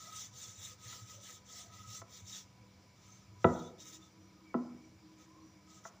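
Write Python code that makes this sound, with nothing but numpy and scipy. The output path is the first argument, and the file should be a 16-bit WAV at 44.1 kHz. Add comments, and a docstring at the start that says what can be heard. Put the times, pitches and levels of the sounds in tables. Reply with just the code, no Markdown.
"""A metal spatula scrubs to and fro over a dry iron surface in a tiled kitchen, briskly at first, then sparsely:
random tiny catches rasp and set the blade, its edge and the plate ringing.
A few dull knocks, sums of decaying modes, ring out into the room; the stove rocks and faint squeaks glide by.
Behind them a gas flame hisses softly as coloured noise, and the room hums in a few narrow bands.
Both channels carry the same scene, with very faint steady coloured noise, opposite in the two channels."""
import sys
import numpy as np
from scipy import signal
from scipy.fft import rfft, irfft, next_fast_len
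from scipy.io import wavfile

SR = 44100
rng = np.random.default_rng(int(sys.argv[2]) if len(sys.argv) > 2 else 0)


def to_wav(s):
    """Save 16-bit WAV."""
    ch = np.atleast_2d(s).T  # columns
    pcm = np.round(np.clip(ch, -1, 1) * 32767)  # PCM
    wavfile.write(sys.argv[1], SR, pcm.astype(np.int16))


N = 264586   # samples, about 6 s


def scrub():
    """The catches of the strokes rasp broadly and set the blade, its edge and the plate ringing."""
    # pushes of the spatula: hardest push t/s, length/s, base rasp level/dB, plate ring over base rasp/dB
    strokes = [(.01, 0.44, -54, -1), (0.203, 0.23, -50, -16.5), (0.437, 0.27, -50.5, -16.5),
               (0.656, 0.24, -50, -15.5), (0.926, 0.34, -50.5, -10.5), (1.127, .16, -53.5, -8),
               (1.295, 0.24, -51, -13), (1.572, 0.27, -52, -11.5), (1.794, 0.24, -56, -2),
               (1.948, 0.18, -49, -7.5), (2.155, 0.18, -54.5, -16), (2.342, 0.24, -50.5, -19.5),
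               (3.105, 0.39, -64.5, -9.5), (3.515, 0.3, -61, -7), (3.629, 0.23, -63.5, -24.5),
               (3.808, 0.063, -55.5, -21), (3.881, .15, -52, -16), (3.952, 0.072, -53, -17.5),
               (4.035, 0.18, -67.5, -7), (5.218, 0.12, -65, -6), (5.753, .2, -62, -8.5),
               (5.867, 0.075, -57, -3)]
    # colour of the rasp: f/Hz, relative level/dB
    rasp_colour = [(300, -30), (600, -10), (1400, -10), (1900, -1), (2450, -5), (3600, 2.5), (4700, -1.5),
                   (6100, 9.5), (7200, 4), (8300, -10), (10000, -18), (12500, -20.5), (14200, -32),
                   (15000, -6.5), (15450, -9.5)]
    # resonances of the blade's edge, the blade and the iron plate: f/Hz, width/Hz, relative level/dB
    edge_modes = [(5450, 210, -19), (5670, 70, -14.5), (6340, 370, -3.5), (7010, 160, -7.5),
                  (7550, 32, -14)]
    blade_modes = [(3320, 130, -6), (3490, 110, 0), (3750, 170, -1), (4170, 80, -9)]
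    plate_modes = [(1275, 60, 0), (1990, 56, -15)]
    rise_share = 0.5   # part of a stroke spent speeding up
    blade_db, blade_trade = -27.5, 1.033   # blade over base rasp; dB it loses per dB the plate gains

    rasp_gain, blade_gain, plate_gain = 0, 0, 0
    for hardest, length, rasp_db, plate_db in strokes:
        shape = stroke_shape(hardest, rise_share * length, (1 - rise_share) * length)
        rasp_gain = rasp_gain + from_db(rasp_db) * shape
        blade_gain = blade_gain + from_db(rasp_db + blade_db - blade_trade * plate_db) * shape
        plate_gain = plate_gain + from_db(rasp_db + plate_db) * shape

    catches = grit(per_s=8200, size_db=1.5) * from_db(0.89 * drift(15.3))
    broad = patchy(coloured(catches, rasp_colour), patchy_db=3.0, rate=11.7)
    edge = ringing(catches, edge_modes, flicker_db=2.0, rate=30)
    rasp = rms_one(broad + from_db(-6.0) * edge)
    top = signal.sosfiltfilt(signal.butter(2, 9000, "high", fs=SR, output="sos"), rasp)
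    brighter = (rasp_gain / from_db(-54)) ** .5   # a harder push makes sharper catches
    blade = blade_gain * ringing(catches, blade_modes, flicker_db=4, rate=15)
    plate = plate_gain * ringing(catches, plate_modes, flicker_db=0.5, rate=13.6)
    return rasp_gain * (rasp + brighter * top) + blade + plate


def stroke_shape(hardest, rise, fall):
    """The blade speeds up to its hardest push and slows down, in a rounded swell."""
    part = np.interp(np.arange(N) / SR - hardest, [-rise, 0, fall], [0, 1, 0])
    return np.sin(np.pi / 2 * part) ** 1.306


def grit(per_s, size_db):
    """Random tiny catches of the edge on the rough iron, of either sign and uneven size; rms 1."""
    sizes = from_db(size_db * np.minimum(rng.exponential(1, N), 5))
    signed = sizes * rng.choice([-1, 1], N)
    return rms_one(signed * (rng.random(N) < per_s / SR))


def ringing(x, modes, flicker_db, rate):
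    """Modes under one drive, each swelling and fading on its own; rms 1."""
    return rms_one(sum(from_db(db + flicker_db * drift(rate)) * narrow(x, hz, w) for hz, w, db in modes))


def knocks():
    """Each blow favours the modes near its best frequency; low modes build up more slowly."""
    # blows: t/s, strength/dB, best excited f/Hz, spread/octaves (6 dB down), ring-time factor
    blows = [(0.928, -54.5, 2410, 1.32, 1.65), (2.017, -51.5, 1070, 1.76, 0.59),
             (3.4433, -22.5, 390, 2.72, 1.01), (4.542, -34, 574, 1.3, 0.86),
             (4.548, -23.5, 250, 0.29, 0.75), (4.696, -47, 245, 0.33, .7), (4.742, -42.5, 239, 0.4, 0.5),
             (5.8527, -38, 1000, 0.71, 0.39), (5.860, -47, 1080, 0.5, 0.37)]
    # modes of the struck body: f/Hz, relative level/dB, t60/s
    body_modes = [(42, -19.5, 0.7), (79, -4, 0.24), (101.5, 1, 0.17), (165.4, 3, 0.27), (196, -6.5, 0.12),
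                  (246.5, -1.5, 0.29), (324.8, -1, 0.093), (375.6, 4, 0.11), (451, -3.5, 0.09),
                  (490, 4.5, 0.059), (580, -5, 0.069), (605, -4.5, 0.11), (668.6, 2.5, 0.073),
                  (721, -2, 0.061), (766, -1.5, 0.049), (856, 5.5, 0.028), (979, 3, 0.04),
                  (1006, 4.5, 0.071), (1151, -8, 0.075), (1250, -2, 0.084), (1332, 11, 0.021),
                  (1503, -5.5, 0.0268), (1670, -11, 0.043), (1972, 0, 0.053), (2356, -7, 0.036),
                  (2705, 6, 0.0084), (3056, -5.5, 0.028), (3450, -3.5, 0.021), (3860, -6, 0.026)]
    contact = signal.butter(2, 2340, fs=SR, output="sos")   # the contact dulls the blow above this, in Hz

    out, t = np.zeros(N), np.arange(SR) / SR
    luck = rng.normal(0, 1, (len(blows), len(body_modes)))
    for (s, db, best_hz, octaves, ring_factor), chances in zip(blows, luck):
        rings = 0
        for k, ((hz, mode_db, t60), chance) in enumerate(zip(body_modes, chances)):
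            reach_db = -6.0 * (np.log2(hz / best_hz) / octaves) ** 2
            decay_db = -60 * t / (t60 * ring_factor)
            build_up = 1 - np.exp(-t * hz / 0.69)   # time constant 0.69 cycle
            shape = from_db(mode_db + reach_db + 2.2 * chance + decay_db) * build_up
            rings = rings + (-1) ** k * shape * np.sin(2 * np.pi * hz * t)
        rings = signal.sosfilt(contact, rings)
        at = round(s * SR)
        out[at:at + SR] += (from_db(db) * rings)[:N - at]
    return out


def rocking():
    """The stove rocks under the pushes: short swells of a low tone near 105 Hz."""
    # rocking swells: t/s, strength/dB
    swells = [(0.366, -63), (0.471, -56), (0.576, -51), (0.689, -71), (0.853, -51), (1.015, -49),
              (1.151, -57), (1.375, -65), (1.533, -71), (1.793, -52), (1.868, -48.5), (2.001, -51.5),
              (2.212, -51.5), (2.476, -63.5), (2.602, -55)]
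    out, t = np.zeros(N), np.arange(SR // 4) / SR
    for (s, db), (detune, phase) in zip(swells, rng.random((len(swells), 2))):
        swell = t / 0.015 * np.exp(1 - t / 0.017)
        hz = 105 * (1 + 0.25 * (detune - .5))
        at = round(s * SR)
        out[at:at + len(t)] += from_db(db) * swell * np.sin(2 * np.pi * hz * t + phase)
    return out


def squeaks():
    """A gliding tone blurred by slow noise, under a smooth swell."""
    # faint squeaks: t/s, length/s, from f/Hz, to f/Hz, level at the top of the swell/dB
    glides = [(0.028, 0.089, 635, 676, -63), (1.08, 0.18, 515, 615, -66), (1.462, 0.33, 687, 690, -69),
              (3.082, 0.12, 6260, 6350, -61), (4.008, .09, 3580, 3500, -65.5),
              (4.435, 0.12, 2280, 2280, -65.5), (5.245, 0.27, 1008, 1100, -66)]
    width_hz = 91   # of the blur
    out = np.zeros(N)
    for s, length, from_hz, to_hz, db in glides:
        part = np.clip((np.arange(N) / SR - s) / length, 0, 1)
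        phase = 2 * np.pi * np.cumsum(from_hz + (to_hz - from_hz) * part) / SR
        blur = drift(width_hz / 2) * np.cos(phase) + drift(width_hz / 2) * np.sin(phase)
        out += from_db(db) * np.sin(np.pi * part) * blur
    return out


def kitchen(x):
    """Dense echoes: noise in half-octave bands, each dying at its own rate after a short build-up."""
    # reverberation of the tiled room: f/Hz, t60/s
    room_t60 = [(60, 0.34), (250, 0.63), (700, 0.57), (1300, 0.51), (2000, 0.043), (5000, 0.45)]
    t, edges = np.arange(SR) / SR, 60 * 2 ** np.arange(0, 8, .5)
    white, tail = rng.standard_normal((2, SR)), 0
    for k, (low, high) in enumerate(zip(edges, edges[1:])):
        # neighbouring bands take different noise
        band = signal.sosfilt(signal.butter(2, [low, high], "band", fs=SR, output="sos"), white[k % 2])
        tail = tail + band * from_db(-60 * t / at_hz(room_t60, low))
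    tail = tail * (1 - np.exp(-t / 0.00073))
    return from_db(-18) * signal.fftconvolve(x, tail / 10)[:N]


def background():
    """Flame hiss, stove rumble, a low tone and the narrow hums, each flickering on its own."""
    # colour of the flame hiss: f/Hz, relative level/dB
    flame_colour = [(25, -28.5), (86, 0), (200, -7), (410, -14.5), (2400, -24.5), (4000, -26), (5100, -24),
                    (5800, -22), (7100, -26), (8300, -38), (13500, -43.5), (15300, -33.5)]
    # low hum, before its flicker: t/s, stove rumble level/dB, wavering hum level/dB
    low_hum = [(0, -62.5, -85), (2.4, -66.5, -84.5), (3.4, -61, -77.5), (4.0, -73, -69), (4.4, -72, -63),
               (4.95, -71, -70.5), (5.3, -101, -64), (6, -96, -72.5)]
    # narrow bands of the room's hum: f/Hz, width/Hz, level before flicker/dB, flicker/dB
    hum_bands = [(502.7, 25, -84.5, 7.5), (991, 37, -77, 1.5), (1250, 60, -84, 4.5),
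                 (2260, 190, -78.5, 1.7), (5030, 280, -81.5, 2), (5770, 210, -81.5, 4.5),
                 (7070, 200, -86, 1)]
    drone_hz, drone_db = 191.7, -67   # low tone; peak level before its flicker

    white = rng.standard_normal((2, N))
    rumble_db, waver_db = in_time(low_hum)
    flame = from_db(-64) * patchy(coloured(white[0], flame_colour), patchy_db=1.2, rate=12)
    rumble = from_db(rumble_db + 4.7 * drift(2.1)) * narrow(white[1], hz=102.8, width_hz=25)
    waver = from_db(waver_db + 4 * drift(5)) * narrow(white[1], hz=316.6, width_hz=16)
    hums = sum(from_db(db + flicker_db * drift(4.5)) * narrow(white[1], hz, w)
               for hz, w, db, flicker_db in hum_bands)
    drone_phase = 2 * np.pi * drone_hz * np.arange(N) / SR + 0.63 * drift(8.8)
    drone = from_db(drone_db + 1.9 * drift(4.2)) * np.sin(drone_phase)
    return flame + rumble + waver + hums + drone


def patchy(x, patchy_db, rate):
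    """Narrow bands from 400 to 9000 Hz each swell and fade on their own."""
    edges = np.geomspace(400, 9000, num=28)
    bands = [signal.sosfilt(signal.butter(1, pair, "band", fs=SR, output="sos"), x)
             for pair in zip(edges, edges[1:])]
    return x + sum(band * (from_db(patchy_db * drift(rate)) - 1) for band in bands)


def coloured(x, spectrum):
    """x filtered by the spectrum; rms 1."""
    size = next_fast_len(N)
    hz = np.maximum(np.fft.rfftfreq(size, 1 / SR), 1)
    return rms_one(irfft(rfft(x, size) * from_db(at_hz(spectrum, hz)), size)[:N])


def resonance(x, hz, width_hz):
    """One two-pole resonance, gain 1 on top."""
    r = np.exp(-np.pi * width_hz / SR)
    zeros = np.array([1, 0, -1]) * (1 - r * r) / 2
    poles = [1, -2 * r * np.cos(2 * np.pi * hz / SR), r * r]
    return signal.lfilter(zeros, poles, x)


def narrow(x, hz, width_hz):
    """The resonance twice, for steep skirts; rms 1."""
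    return rms_one(resonance(resonance(x, hz, width_hz), hz, width_hz))


def drift(rate):
    """Slow chance of spread 1: coarse noise through a double one-pole low-pass at rate Hz, run in."""
    r = np.exp(-80 * np.pi * rate / SR)   # one coarse step is 40 samples
    slow = signal.lfilter([1], [1, -2 * r, r * r], rng.standard_normal(N // 40 + 2002))[2000:]
    return np.interp(np.arange(N) / 40, np.arange(len(slow)), rms_one(slow))


def in_time(rows):
    """The columns of a curve at every sample."""
    s, *columns = np.transpose(rows)
    return [np.interp(np.arange(N) / SR, s, c) for c in columns]


def at_hz(points, hz):
    """A curve over frequency read on a log-frequency axis."""
    return np.interp(np.log(hz), np.log(np.array(points)[:, 0]), np.array(points)[:, 1])


def from_db(db):
    """dB to gain."""
    return 10 ** (np.asarray(db) / 20)


def rms_one(x):
    """x scaled to rms 1."""
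    return x / np.sqrt(np.mean(x ** 2) + 1e-20)


def scene():
    """Both channels hear the same sound; the room answers the knocks and, more faintly, the rasp."""
    blows, rasp = knocks(), scrub()
    near = blows + rasp + rocking() + squeaks()
    room = kitchen(blows) + from_db(-13.5) * kitchen(rasp)
    mono = near + room + background()
    return np.array([mono, mono])


def record(dry):
    """A small microphone's weak bass and narrow treble dip, then very faint side noise and a steep top cut."""
    # colour of the very faint steady noise, opposite in the two channels: f/Hz, relative level/dB
    side_colour = [(35, -49.5), (60, -13), (231, -23), (312, -12.5), (497, -18), (1260, -12.5), (1740, -20),
                   (5580, -21), (7370, -41.5), (15500, -27)]
    heard = signal.sosfilt(signal.butter(2, 45, "high", fs=SR, output="sos"), dry)
    heard = heard - 0.74 * resonance(heard, hz=6500, width_hz=450)
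    side_noise = from_db(-81.5) * coloured(rng.standard_normal(N), side_colour)
    heard = heard + side_noise * [[1], [-1]]
    return signal.sosfilt(signal.ellip(12, .5, 65, 15500, fs=SR, output="sos"), heard)


dry = scene()
out = record(dry)
to_wav(out)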